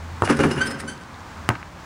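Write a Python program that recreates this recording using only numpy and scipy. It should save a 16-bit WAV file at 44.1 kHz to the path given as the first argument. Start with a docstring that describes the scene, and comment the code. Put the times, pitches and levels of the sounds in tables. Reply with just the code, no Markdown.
"""A basketball slaps the backboard of a driveway hoop, and the air inside it rings.
It knocks about in the rim, driving the modes of board and pole and rattling the loose joints.
Next it swishes down through the net, squeaking by stick-slip friction, and at last it bounces
once on the drive. Ground and house wall reflect both blows, over a low hum and faint outdoor noise."""
import sys
import numpy as np
from scipy import signal
from scipy.io import wavfile

SR = 44100
rng = np.random.default_rng(int(sys.argv[2]) if len(sys.argv) > 2 else 0)


def master_out(mix):
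    """Clip the mix to full scale and print it as 16-bit PCM to the path in sys.argv[1]."""
    frames = np.transpose(np.atleast_2d(mix))
    ceiling = np.clip(frames, -1, 1)
    pcm = np.round(ceiling * 32767).astype(np.int16)
    wavfile.write(sys.argv[1], SR, pcm)


N = 81585
T = np.arange(N) / SR

# The ball's two blows. Each: slap, air ring and thump in dB, thump in Hz, scatter and grit in dB.
BOARD_BLOW = (-3, -34, -12.5, 98.5, -2.5, -20)
GROUND_BLOW = (1.5, -40, -11, 116, -2.5, -7)
# Spectra of the slaps and of grit under the ball. Each row: frequency in Hz, relative level in dB.
BOARD_SPECTRUM = [(60, -9), (300, 7), (700, 0.5), (1200, 8.5), (1600, -0.5), (2200, -35.5), (3500, -36.5),
                  (9000, -27), (16000, -55)]
GROUND_SPECTRUM = [(60, -3), (300, 2), (550, -3.5), (1000, 3), (2300, -1.5), (3800, -14), (6000, -17),
                   (10000, -27), (16000, -49)]
GRIT_SPECTRUM = [(500, -13.5), (1500, -3), (2600, 5), (4000, 4.5), (6000, -7.5), (10000, -6),
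                 (12000, -34.5), (16000, -9)]
# Echoes of the blows. Each row: delay in seconds, gain in dB, low and high edge in Hz, spread in seconds.
BOARD_REFLECTIONS = [(0.0152, -6.5, 144, 1484, 0.00097), (0.0557, -3.5, 305, 9000, 0.00097)]
GROUND_REFLECTIONS = [(.0017, -3.5, 150, 1510, 0.00039), (0.0121, -7.5, 150, 2220, 0.0055),
                      (0.063, -12.5, 1100, 2800, .003), (.138, -17, 1180, 2192, 0.0026)]
# Modes of the air in the ball, of board, bracket and pole, of the steel rim and of the net's hooks.
# Each row: frequency in Hz, relative level in dB, time to fall 60 dB in seconds.
CAVITY_MODES = [(932.8, 8.5, 0.091), (966.6, 2.5, 0.45), (1278.6, 12.5, 0.084), (1447, -12.5, 0.133),
                (1560, -27.5, 0.049), (1565.5, -1.5, 0.3), (1799, 6, 0.068), (2716, -3, 0.065),
                (3118, -30, 0.14)]
FRAME_MODES = [(85.1, -3, 0.17), (134.42, -11, 1), (149.9, 1.5, 0.437), (232.45, 2.5, 0.551),
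               (266.4, -11, 0.35), (286.48, 2, 0.29), (352.7, -6, 0.13), (382.35, -2.5, 0.375),
               (409.9, 4.5, 0.1), (436.3, -17, 0.16), (542, -3.5, 0.513), (815.7, -10, 0.192),
               (1268, -19.5, 0.23)]
RIM_MODES = [(1100, -21.5, 0.2), (1389, -20.5, 0.29), (1486.4, -6, 0.9), (1634, -10, 0.35),
             (1733.6, -7, 0.377), (2118, -1.5, 0.111), (2342, 1, 0.106), (2903, -6.5, 0.197)]
HOOK_MODES = [(2010, -7.5, 0.45), (5166, 6, 0.203), (9000, -25, 0.14)]
# Knocks of the ball in the rim. Each row: start in seconds, drive to the frame in dB.
RIM_KNOCKS = [(.2225, -36), (.296, -24), (.3925, -19.5), (.4505, -22), (.572, -32.5), (.675, -35),
              (.745, -40), (.836, -37)]
# Rattling. Each row: peak time, rise and fall in seconds, then body, clatter, fizz and rim ping in dB.
RATTLE_BURSTS = [(0.256, 0.0121, 0.0105, -48.5, -31, -32.5, -29.5),
                 (0.305, 0.01275, 0.024, -14.5, -18, -31, -39),
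                 (.406, 0.012, 0.01454, -15, -21.5, -34.5, -25.5),
                 (0.439, 0.00735, 0.01885, -18, -20.5, -35.5, -35),
                 (0.466, 0.0137, 0.0313, -19, -44, -50.5, -45.5),
                 (0.514, 0.014, 0.0277, -28, -29, -39.5, -28),
                 (0.581, 0.013, 0.029, -28.5, -30, -43.5, -28),
                 (.68, 0.0774, 0.187, -34.5, -37, -53, -39.5)]
# Spectra of hollow board, bracket, fine contacts and cords.
# Each row: frequency in Hz, relative level in dB.
BODY_SPECTRUM = [(60, -25.5), (145, -3), (190, -2), (250, 4), (330, -1), (390, 1.5), (470, -4), (620, -14),
                 (900, -16), (3000, -55.5)]
CLATTER_SPECTRUM = [(250, -28.5), (600, -4.5), (720, -2), (900, 3), (1500, 9), (2100, -3), (2850, -2.5),
                    (3400, -13.5), (7000, -43)]
FIZZ_SPECTRUM = [(1500, -36.5), (3000, -3.5), (4500, 4), (6000, 2.5), (7000, -0.5), (9200, 0.5), (10500, 3),
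                 (11800, -31.5), (15000, -23.5)]
SWISH_SPECTRUM = [(600, -3), (1900, 16.5), (2800, 0), (5000, 4), (7000, -3), (9000, 8.5), (10500, -4),
                  (12000, -14), (15000, -16)]
# Taps of loose hardware and cord ends. Each row: start in seconds, peak level in dB, centre in Hz.
HARDWARE_TAPS = [(0.2757, -13, 1186), (0.392, -20.5, 4370), (0.3916, -14.5, 1070), (0.4366, -16, 1700),
                 (.672, -28.5, 7540), (0.837, -24, 1096), (.978, -36.5, 4900), (1.036, -37.5, 5820),
                 (1.143, -36, 4040), (1.206, -36.5, 4020)]
# Cords whipping their hooks. Each row: peak time, rise and fall in seconds, swish and ring in dB.
CORD_FLICKS = [(.3, 0.0052, 0.0066, -39.5, -42.5), (.372, 0.0075, 0.0095, -35, -57),
               (.3925, 0.00098, 0.0015, -52.5, -53.5), (.515, 0.0025, 0.0055, -29, -41.5),
               (.672, 0.015, 0.0103, -28.5, -38.5), (.711, 0.0058, 0.0096, -30.5, -40),
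               (.802, 0.0065, 0.0103, -30.5, -53.5)]
# Rubber on the net. Each row: peak time, rise and fall in seconds, pitch in Hz, gain in dB,
# tilt in dB per overtone, jitter as a share of the pitch.
RUBBER_SQUEAKS = [(0.617, 0.00693, 0.01394, 1537, -15, -3, 0.0253),
                  (.75, 0.024, 0.0081, 1562, -36.5, -3.5, 0.03),
                  (0.881, 0.0031, 0.0185, 1519, -29, -0.5, 0.02236),
                  (0.89, 0.0019, 0.0248, 1540, -31.5, -0.7, 0.02563),
                  (1.013, 0.0055, 0.0165, 1528, -44, -1.5, 0.0104)]
# A squeak's harmonics, from the fundamental up. Each entry: relative level in dB before the tilt.
SQUEAK_HARMONICS = [1.5, -8.5, -10, -9, -10, -7, -19]
# The yard's reverberation. Each row: frequency in Hz, time to fall 60 dB in seconds.
YARD_DECAY = [(100, 0.278), (500, 0.146), (1200, 0.239), (3000, 0.296), (9000, 0.116)]
# Spectra of scattered sound and of open-air noise. 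Each row: frequency in Hz, relative level in dB.
SCATTER_SPECTRUM = [(60, -7.5), (300, 2), (1700, -9), (3500, -21.5), (12000, -2.5)]
AIR_SPECTRUM = [(20, -44), (30, -14), (48, -14.5), (80, -2.5), (114, -10), (170, -10.5), (256, -14.5),
                (440, -21), (700, -18), (1050, -14.5), (1700, -21), (2800, -29.5), (6900, -36),
                (10000, -45.5), (12500, -54.5), (14800, -47.5), (16000, -43.5)]
# The course of the background. Each row: time in seconds, mean level in dB.
AIR_ENVELOPE = [(0, -39), (.2, -37.5), (1.05, -41), (1.4, -37), (1.7, -41), (1.85, -38.5)]
HUM_ENVELOPE = [(0, -36), (.2, -37.5), (.65, -40), (.9, -47.5), (1.08, -74.5), (1.38, -41.5), (1.55, -41),
                (1.85, -64)]


def ball(s, hit, spectrum, echoes):
    """Impact excitation: a slap, a ring of the enclosed air and a thump, followed by reflections."""
    slap_db, ring_db, thump_db, thump_hz, scatter_db, grit_db = hit
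    slap = unit_peak(colour(signal.unit_impulse(N), spectrum))
    blow = amp(slap_db) * slap + amp(ring_db) * ring(CAVITY_MODES)
    thump = ring([(thump_hz, thump_db, 0.122)]) * onset(rise_s=0.0032)
    grit = unit_peak(colour(puff(decay_s=0.00043), GRIT_SPECTRUM))
    crack = amp(grit_db) * delayed(grit, 0.00066)
    reflected = np.zeros(N)
    for lag, db, low, high, spread in echoes:
        smeared = signal.fftconvolve(blow, puff(spread))[:N]
        reflected += amp(db) * delayed(band(smeared, low, high), lag)
    scattered = amp(scatter_db) * colour(yard(blow), SCATTER_SPECTRUM)
    return delayed(blow + crack - thump + reflected + scattered, s)


def frame():
    """Free vibration: each knock in the rim leaves board and pole booming in their damped modes."""
    return sum(amp(db) * ring(FRAME_MODES, s) * onset(rise_s=0.002, s=s) for s, db in RIM_KNOCKS)


def rattle(rim_db=-10, ping_hz=2844.4, ping_t60=0.132, ping_rise_s=0.004):
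    """Intermittent contact: loose joints chatter in bursts, and each burst excites the rim's modes."""
    body, clatter, fizz = map(contacts, (BODY_SPECTRUM, CLATTER_SPECTRUM, FIZZ_SPECTRUM))
    fizz *= amp(drift(120))  # fine contacts come in clumps
    rim = ring(RIM_MODES)
    ping = ring([(ping_hz, 0, ping_t60)]) * onset(ping_rise_s)  # the rim's clearest note
    out = np.zeros(N)
    for s, rise, fall, body_db, clatter_db, fizz_db, ping_db in RATTLE_BURSTS:
        chatter = amp(body_db) * body + amp(clatter_db) * clatter + amp(fizz_db) * fizz
        out += swell(s, rise, fall) * chatter
        out += amp(rim_db + clatter_db) * delayed(signal.fftconvolve(rim, puff(rise)), s - rise)
        out += amp(ping_db) * delayed(ping, s - ping_rise_s)
    return out


def taps(edge_ratio=0.98):
    """Heavily damped impacts: hardware and cord ends give dry ticks, each in its own band."""
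    out = np.zeros(N)
    for s, db, hz in HARDWARE_TAPS:
        edges = hz / edge_ratio, hz * edge_ratio
        tick = band(band(puff(decay_s=0.000414), *edges), *edges)
        out += amp(db) * delayed(unit_peak(tick), s)
    return out


def net():
    """Sliding friction: cords swish over the ball, and each flick sets the steel hooks ringing."""
    cords = contacts(SWISH_SPECTRUM)
    return sum(amp(swish_db) * swell(s, rise, fall) * cords + amp(ring_db) * ring(HOOK_MODES, s)
               for s, rise, fall, swish_db, ring_db in CORD_FLICKS)


def squeaks(jitter_hz=600, flutter_db=2.3, reverb_db=-8.5):
    """Stick-slip oscillation: rubber catches and releases, giving harmonics of an unsteady pitch."""
    out = np.zeros(N)
    for s, rise, fall, hz, db, tilt_db, jitter in RUBBER_SQUEAKS:
        bend = 0.017 * np.tanh((T - s) / fall)  # the pitch creeps up
        cycles = np.cumsum(hz * (1 + bend + jitter * drift(jitter_hz))) / SR
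        tone = sum(amp(harmonic_db + k * tilt_db) * np.sin(2 * np.pi * (k + 1) * cycles)
                   for k, harmonic_db in enumerate(SQUEAK_HARMONICS))
        out += amp(db + flutter_db * drift(jitter_hz)) * swell(s, rise, fall) * tone
    return out + amp(reverb_db) * yard(out)


def yard(x):
    """Diffuse reflection: eaves, bricks and ground return a short tail of sound."""
    hz, t, noise = signal.stft(rng.standard_normal(SR // 2), SR, nperseg=256)
    tail = signal.istft(noise * amp(-60 * t / at_frequency(YARD_DECAY, hz)[:, None]), SR)[1]
    tail *= onset(rise_s=0.00295)[:len(tail)]
    return signal.fftconvolve(x, tail / np.linalg.norm(tail))[:N]


def outdoors(hum_hz=82.58, waver=0.0329, octave_db=-17):
    """Random modulation: open-air noise and a low hum, like a far engine, waver in the background."""
    air = unit_rms(colour(rng.standard_normal(N), AIR_SPECTRUM))
    air_db = np.interp(T, *np.transpose(AIR_ENVELOPE)) + 0.35 * drift(16.8)
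    phase = 2 * np.pi * np.cumsum(hum_hz * (1 + waver * drift(14.57))) / SR
    hum = unit_rms(np.sin(phase) + amp(octave_db) * np.sin(2 * phase))
    hum_db = np.interp(T, *np.transpose(HUM_ENVELOPE)) + 1.31 * drift(4)
    return amp(air_db) * air + amp(hum_db) * hum


def contacts(spectrum, per_second=3500, spread_db=3):
    """Shot noise: dense tiny contacts of uneven size, filtered to a spectrum, at rms 1."""
    size = amp(spread_db * np.minimum(rng.exponential(1, N), 4))
    clicks = size * rng.choice([-1, 1], N) * (rng.random(N) < per_second / SR)
    return unit_rms(colour(clicks, spectrum))


def ring(modes, s=0):
    """Modal decay: a sum of damped sinusoids struck at time s."""
    t = np.maximum(T - s, 0)
    return sum(amp(db - 60 * t / t60) * np.sin(2 * np.pi * hz * t) for hz, db, t60 in modes)


def puff(decay_s):
    """Exponentially decaying noise with energy 1."""
    x = rng.standard_normal(N) * np.exp(-T / decay_s)
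    return x / np.linalg.norm(x)


def onset(rise_s, s=0):
    """Exponential approach from 0 to 1, starting at time s."""
    return 1 - np.exp(-np.maximum(T - s, 0) / rise_s)


def swell(s, rise, fall):
    """Exponential growth to 1 at time s, then decay."""
    return np.exp(np.where(T < s, (T - s) / rise, (s - T) / fall))


def drift(hz):
    """Random fluctuation up to about hz, at rms 1."""
    return unit_rms(lowpass(rng.standard_normal(N), hz))


def colour(x, spectrum):
    """Minimum-phase filtering: shapes the spectrum without smearing attacks backwards."""
    log_gain = np.log(amp(at_frequency(spectrum, abs(np.fft.fftfreq(2 * N, 1 / SR)))))
    response = np.exp(np.conj(signal.hilbert(log_gain)))
    return np.fft.ifft(np.fft.fft(x, 2 * N) * response).real[:N]


def at_frequency(points, hz):
    """Interpolation on a log-frequency axis."""
    f, value = np.transpose(points)
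    return np.interp(np.log(hz + 1), np.log(f + 1), value)


def lowpass(x, hz):
    """Second-order low-pass."""
    return signal.lfilter(*signal.butter(2, hz, fs=SR), x)


def band(x, low_hz, high_hz):
    """Second-order high-pass and low-pass in cascade."""
    return lowpass(signal.lfilter(*signal.butter(2, low_hz, "high", fs=SR), x), high_hz)


def delayed(x, s):
    """Pure delay of s seconds."""
    return np.concatenate([np.zeros(round(s * SR)), x])[:N]


def amp(db):
    """Decibels to amplitude ratio."""
    return 10 ** (np.asarray(db) / 20)


def unit_rms(x):
    """Normalisation to rms 1."""
    return x / np.sqrt(np.mean(x ** 2) + 1e-20)


def unit_peak(x):
    """Normalisation to peak 1."""
    return x / abs(x).max()


def scene():
    """Superposition: all sources add in one channel, from backboard to bounce."""
    backboard = ball(0.2217, BOARD_BLOW, BOARD_SPECTRUM, BOARD_REFLECTIONS)
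    bounce = ball(1.4901, GROUND_BLOW, GROUND_SPECTRUM, GROUND_REFLECTIONS)
    return (backboard + bounce + frame() + taps() + rattle() + net() + squeaks() + outdoors())[None]


def record(dry):
    """Hard clipping at full scale, then band limiting."""
    band_limit = signal.firwin(255, 15800, window=("kaiser", 9), fs=SR)
    return signal.oaconvolve(np.clip(dry, -1, 1), band_limit[None], "same")


dry = scene()
out = record(dry)
master_out(out)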